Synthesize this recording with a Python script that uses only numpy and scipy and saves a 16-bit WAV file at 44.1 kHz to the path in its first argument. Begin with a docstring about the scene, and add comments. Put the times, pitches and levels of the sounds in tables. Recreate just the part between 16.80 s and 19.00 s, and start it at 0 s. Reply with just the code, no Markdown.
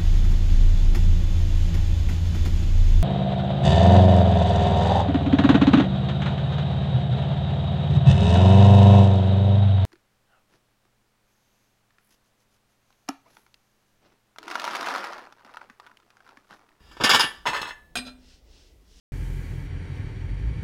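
"""Ceramic plates in a wooden kitchen cupboard, a phone microphone at arm's length, over the room's hum.
The stack clatters as one plate is tipped up; each blow is a burst of chattering contacts that rings
the plates and echoes in the cupboard. The plate bumps and slides over the others, then knocks the
cupboard edge on its way out, which stills it. Last, a sleeve swishes softly three times."""
import sys
import numpy as np
from scipy import signal
from scipy.fft import rfft, irfft
from scipy.io import wavfile
from scipy.ndimage import uniform_filter1d

SR = 44100
rng = np.random.default_rng(int(sys.argv[2]) if len(sys.argv) > 2 else 0)


def dump_mix(stems):
    """Bounce the given channels to the path in sys.argv[1] as a 16-bit WAV at rate SR."""
    frames = np.atleast_2d(stems).T  # one column per channel
    limited = np.clip(frames, -1, 1)  # hard clip at full scale
    pcm = np.round(limited * 32767).astype(np.int16)
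    wavfile.write(sys.argv[1], SR, pcm)


N = 97020
T = np.arange(N) / SR
BIN_HZ = np.arange(N // 2 + 1) * SR / N


def undb(db):
    return 10 ** (np.asarray(db) / 20)


def unit_rms(x):
    return x / np.sqrt(np.mean(x ** 2))


def excite(x, response):
    """Pass x through an impulse response scaled to unit energy."""
    return signal.fftconvolve(x, response / np.sqrt(np.sum(response ** 2)))[:N]


def on_log(table, hz):
    """Read rows of frequency_hz, value on a log frequency axis."""
    table = np.array(table)
    return np.interp(np.log(np.maximum(hz, 1)), np.log(table[:, 0]), table[:, 1])


def colour(x, spectrum):
    """Minimum-phase filter shaped by rows of frequency_hz, gain_db, scaled to a mean power gain of 1."""
    size = 4096
    gain = unit_rms(undb(on_log(spectrum, np.arange(size // 2 + 1) * SR / size)))
    cepstrum = irfft(np.log(gain))
    cepstrum[1:size // 2] *= 2
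    cepstrum[size // 2 + 1:] = 0
    return signal.fftconvolve(x, irfft(np.exp(rfft(cepstrum))))[:N]


def wander(rate_hz):
    """Smooth random drift of unit RMS."""
    width = int(SR / rate_hz)
    return unit_rms(uniform_filter1d(uniform_filter1d(rng.standard_normal(N), width), width))


def room_hum(level_db=-55.5, flicker_db=2):
    """Room rumble and microphone hiss; each octave flickers on its own."""
    # noise floor: frequency_hz, gain_db
    floor = [(12, -19.5), (20, 1), (60, 2), (101, -12), (399, -15.5), (1810, -36), (1960, -27),
             (2140, -34.5), (2320, -34), (16000, -41)]
    spectrum = rfft(rng.standard_normal(N)) * undb(on_log(floor, BIN_HZ))
    out = 0
    for low_hz in 15 * 2 ** np.arange(11.):
        octave = irfft(spectrum * ((BIN_HZ >= low_hz) & (BIN_HZ < 2 * low_hz)), N)
        out += octave * undb(flicker_db * wander(rate_hz=6.6))
    return unit_rms(out) * undb(level_db)


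def sleeve_swishes():
    """Soft swells of hiss as the cloth of a sleeve moves."""
    # sleeve movements: middle_s, half_width_s, level_db, centre_hz
    swishes = [(1.5, 0.057, -58.5, 4710), (1.79, 0.073, -59.5, 4740), (2.18, 0.067, -60.5, 5000)]
    # hiss of a swish centred on 4800 Hz: frequency_hz, gain_db
    cloth_spectrum = [(880, -24), (1500, -8), (2280, -11), (2790, -2.5), (3740, -3.5), (5380, -1),
                      (7160, -11), (10000, -18.5), (13000, -44), (22000, -120)]
    out = 0
    for middle_s, half_width_s, level_db, centre_hz in swishes:
        shifted = [(hz * centre_hz / 4800, db) for hz, db in cloth_spectrum]
        shifted = [(shifted[0][0] / 2, -50)] + shifted + [(1.5 * shifted[-1][0], -50)]
        hiss = colour(rng.standard_normal(N), shifted)
        swell = np.exp(-.5 * ((T - middle_s) / half_width_s * 0.97) ** 2)
        out += hiss * undb(level_db + wander(rate_hz=25)) * swell
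    return out


def cupboard_echoes(direct, level_db=-13, build_s=0.005):
    """Dense reflections from cupboard and kitchen, each octave dying at its own rate."""
    # reverberation times: frequency_hz, t60_s
    decay_times = [(150, 0.13), (600, 0.33), (2000, 0.37), (6000, 0.14), (12000, 0.37)]
    t, tail = T[:SR // 2], 0
    for low_hz in 125 * 2 ** np.arange(7.):
        octave = signal.butter(2, [low_hz, 2 * low_hz], "band", fs=SR, output="sos")
        band = signal.sosfilt(octave, rng.standard_normal(len(t)))
        t60_s = on_log(decay_times, np.sqrt(2) * low_hz)
        tail += band * undb(-60 * t / t60_s) * (1 - np.exp(-t / build_s))
    return undb(level_db) * excite(direct, tail)


def chatter(scatter_db=4):
    """Dense, uneven contacts of glaze on glaze."""
    return unit_rms(rng.standard_normal(N) * undb(scatter_db * np.clip(rng.standard_normal(N), -2, 2)))


def blow_forces(blows):
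    """Hard first contacts, then dying chatter. Two forces: one for the clatter, one for the ring."""
    strike_db = [6.5, 17.5]  # clatter, ring: the ring gets a cleaner strike
    spread_oct = np.array([[0.97], [0.38]])  # and a narrower push around the blow's pitch
    bass_hz, treble_hz = 482.7, 5555
    bass_lift_db, treble_lift_db, mid_floor_db, trim_db = 8.5, 10, -14.5, -10
    hz = BIN_HZ + 1
    bass = 1 / (1 + (hz / bass_hz) ** 4)
    treble = 1 / (1 + (treble_hz / hz) ** 4)
    mid = 1 - bass - treble
    contacts, spectra = chatter(), 0
    for start_s, level_db, pitch_hz, bass_db, treble_db, t60_s, ring_db in blows:
        decay = (T >= start_s) * undb(-60 * np.maximum(T - start_s, 0) / t60_s)
        bursts = np.tile(contacts * decay, (2, 1))
        bursts[:, int(start_s * SR)] = undb(strike_db)
        peak = undb(mid_floor_db) + np.exp(-.5 * (np.log2(hz / pitch_hz) / spread_oct) ** 2)
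        tone = bass * undb(bass_db + bass_lift_db) + mid * peak
        tone += treble * undb(treble_db + treble_lift_db)
        spectra += rfft(bursts) * tone * undb(level_db + trim_db) * undb([[0], [ring_db]])
    return irfft(spectra, N)


def clatter(force, level_db=-2, t60_s=0.037, split_hz=1800):
    """Countless small, quickly damped treble modes: a noisy smear over the dull body of the blow."""
    # joint response of the small modes: frequency_hz, gain_db
    spectrum = [(47, -43.5), (80, -9), (200, -5.5), (441, -4), (672, -11), (958, -3.5), (1070, -9),
                (1740, -7), (2220, -13.5), (3240, -5.5), (5050, -12.5), (9000, -27), (16000, -38.5)]
    t = T[:SR // 10]
    smeared = excite(force, rng.standard_normal(len(t)) * undb(-60 * t / t60_s))
    low, high = (signal.butter(2, split_hz, kind, fs=SR, output="sos") for kind in ("low", "high"))
    return undb(level_db) * colour(signal.sosfilt(low, force) + signal.sosfilt(high, smeared), spectrum)


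def ring(force, modes):
    """The force sets each mode ringing as a decaying sine."""
    t = T[:SR]
    response = sum(undb(db - 60 * t / t60_s) * np.sin(2 * np.pi * hz * t) for hz, db, t60_s in modes)
    return excite(force, response)


def plates(slide_ring_db=2.5, stilled_t60_s=0.037):
    """Blows and sliding ring whatever is touched; the knock on the cupboard edge stills the plate."""
    # blows within the stack, of the lifted plate and on the cupboard edge, levels relative:
    # start_s, level_db, pitch_hz, bass_db, treble_db, chatter_t60_s, ring_db
    stack_blows = [(0.112, -35.5, 1298, -15, -11, 0.33, -3), (0.168, -27, 1312, -10, -20.5, 0.066, -1),
                   (0.201, -14.5, 799, -11, -29, 0.17, 1.5), (0.208, -13, 854, -10.5, -24, 0.14, -1.5),
                   (0.209, -22.5, 3250, -20, -20, 0.09, 4), (0.237, -6.5, 5200, -11.5, -5.5, 0.07, 4.5),
                   (0.239, -4.5, 1769, -14, -11.5, 0.077, 1), (0.245, -9, 1687, -27, -14, 0.15, -2),
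                   (0.255, -11.5, 3100, -20.5, -21.5, 0.12, 5), (0.265, -10.5, 898, -23.5, -26, 0.15, 0),
                   (0.293, -1.5, 1400, -28.5, -7.5, 0.13, -0.5),
                   (0.299, -4.5, 3814, -27.5, -15, 0.062, -4.5), (0.304, -11, 968, -31, -19, 0.097, 0.5),
                   (0.311, -5, 3290, -16.5, -18, 0.15, -3), (0.335, -2.5, 962.6, -19.5, -10, 0.07, 1),
                   (0.346, 1, 1382, -18, -9, 0.091, 1), (0.353, -8, 3764, -18.5, -24.5, 0.017, 1),
                   (0.361, -11.5, 1690, -20.5, -17.5, 0.1, 4), (0.389, -16, 1204, -30, -13, 0.3, 1),
                   (0.395, -1, 975, -26, -10.5, 0.037, 8), (0.405, -3.5, 2800, -29.5, -9.5, 0.076, 0.5),
                   (0.417, -25.5, 3700, -16.5, -25, 0.062, 5.5),
                   (0.432, -12.5, 1760, -12.5, -13.5, 0.086, -3), (0.441, -17, 2300, -5.5, -25.5, 0.092, 0)]
    plate_blows = [(0.655, -17.5, 920, -20, -35, 0.33, 12.5), (0.66, -12, 1020, -28, -13, 0.13, -8.5),
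                   (0.667, -8.5, 1910, -28, -18.5, 0.056, 4), (0.674, -21.5, 1000, -9, -4, 0.13, -14),
                   (0.684, -25, 3500, -13, -21, 0.15, 9.5), (0.706, -26, 934, -20, -38, 0.054, -8),
                   (0.731, -13, 1200, -30, -18, 0.28, 1), (0.744, -17.5, 1180, -22, -17, 0.25, -8),
                   (0.762, -24, 1780, -18, -12, 0.067, 1), (0.79, -25.5, 990, -15, -31, 0.035, -7),
                   (0.816, -13.5, 4300, -13, -9.5, 0.027, 4), (0.83, -14, 960, -22, -30, 0.022, 12),
                   (0.838, -37.5, 3900, -5.5, -26, 0.02, 9), (0.853, -22, 1750, -17, -37, 0.11, -7),
                   (0.872, -27, 990, -38, -13.5, 0.21, 7), (0.888, -25, 2800, -10, -12, 0.045, -21),
                   (0.908, -21.5, 1570, -16, -30, 0.036, 7)]
    edge_blows = [(1.155, -10, 2520, -23, -11, 0.043, 3), (1.17, -16.5, 3700, -12.5, -8.5, 0.064, 1),
                  (1.185, -19, 2250, -10.5, -47, 0.066, -3), (1.251, -41, 4900, -11, -23, 0.1, 11.5),
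                  (1.265, -32, 3800, -10, -14.5, 0.11, 3.5), (1.277, -35, 1400, -13.5, -36, 0.087, 2)]
    # the modes those blows ring: pitch_hz, relative_level_db, t60_s
    stack_modes = [(844.4, -8.5, 0.06), (993, -0.5, 0.046), (1160, -6.5, 0.25), (1360, 0, 0.05),
                   (1418, -6.5, 0.28), (1750, -9, .08), (1704, -3.5, 0.09), (1733, -13, 0.5),
                   (1766, -3.5, 0.38), (1685, -8.5, 0.095), (1960, -5, 0.17), (2328, -8, .17),
                   (2802, -2, 0.18), (3018, -1.5, 0.3), (3293, 3, 0.17), (3610, -8.5, 0.25),
                   (3706, -0.5, 0.07), (4900, -4.5, .09), (5200, -4, 0.086), (4970, 2.5, 0.06),
                   (5540, -9.5, 0.12), (6492, -16.5, .19), (7461, -17, 0.12), (8860, -16, .12),
                   (9030, -12.5, 0.09), (9820, -11, 0.14)]
    plate_modes = [(452, 0, 0.068), (720, -13, 0.56), (990, -29, 0.027), (987, -0.5, 0.17),
                   (1180, -10.5, 0.15), (1228, 6.5, 0.081), (1435, 9.5, 0.043), (1733.5, -2.5, 0.49),
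                   (1820, 2.5, .1), (2017, 13.5, 0.043), (2068, -5.5, 0.13), (2580, -29, .2),
                   (2648, 9.5, 0.26), (2936, 7.5, 0.13), (3230, -32, .2), (3700, 8, 0.072),
                   (3880, 3.5, .18), (5350, 11.5, 0.067), (5440, 1, 0.07), (6140, -25.5, 0.061),
                   (6490, -15, 0.13), (6560, 9, 0.05), (8350, -1.5, 0.13), (9200, -15, 0.067),
                   (9520, -7, 0.09), (10650, -12, 0.08), (10400, -25, 0.16), (12470, -27, 0.15),
                   (12620, -12, .12), (13290, -23, .1)]
    edge_modes = [(252.8, -3, 0.63), (279.3, -10.5, 0.3), (602, -7.5, 0.42), (728, 9.5, 0.067),
                  (1354, -3, 0.15), (1480, 6, 0.017), (2415, -5.5, 0.26), (2460, 4.5, 0.026),
                  (2640, -12.5, 0.077), (3050, -36, 0.15), (3595, -4, 0.085), (3896, -12, 0.17),
                  (3984, 4.5, 0.11), (4106, -2.5, 0.12), (4915, -2.5, 0.15), (5260, -9, 0.06),
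                  (6200, -33, 0.17), (6430, -4.5, 0.06), (8500, -17, 0.083), (8330, -10, 0.14),
                  (9250, -15, 0.11), (11050, -16, 0.087), (9800, -21, 0.078), (12560, -37, 0.13),
                  (13310, -25, 0.12)]
    # friction of plate sliding on plate: time_s, level_db
    slide_levels = [(0, -65), (.09, -57), (.15, -62.5), (.2, -53), (.45, -41.5), (.52, -50), (.64, -64),
                    (.85, -42), (.92, -66.5), (.96, -69.5), (1.2, -79), (1.27, -52), (1.33, -73),
                    (1.4, -110)]
    slide = chatter() * undb(np.interp(T, *np.array(slide_levels).T))
    bump_s, knock_s = plate_blows[0][0], edge_blows[0][0]
    stilled = undb(-60 * np.maximum(T - knock_s, 0) / stilled_t60_s)
    stages = [(stack_blows, stack_modes, undb(-5.5), T < bump_s),
              (plate_blows, plate_modes, undb(-5) * stilled, (T >= bump_s) & (T < knock_s)),
              (edge_blows, edge_modes, undb(3.5), T >= knock_s)]
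    out = 0
    for blows, modes, ring_gain, touching in stages:
        clatter_force, ring_force = blow_forces(blows)
        friction = slide * touching
        out += clatter(clatter_force + friction)
        out += ring_gain * ring(ring_force + friction * undb(slide_ring_db), modes)
    return out


def scene():
    """Plates at arm's length with their echoes, the sleeve and the room, in mono."""
    direct = plates()
    return (direct + cupboard_echoes(direct) + sleeve_swishes() + room_hum())[None]


def record(dry, top_hz=16050):
    """The phone cuts the highest treble steeply."""
    return signal.sosfilt(signal.ellip(12, .2, 90, top_hz, fs=SR, output="sos"), dry)


dry = scene()
out = record(dry)
dump_mix(out)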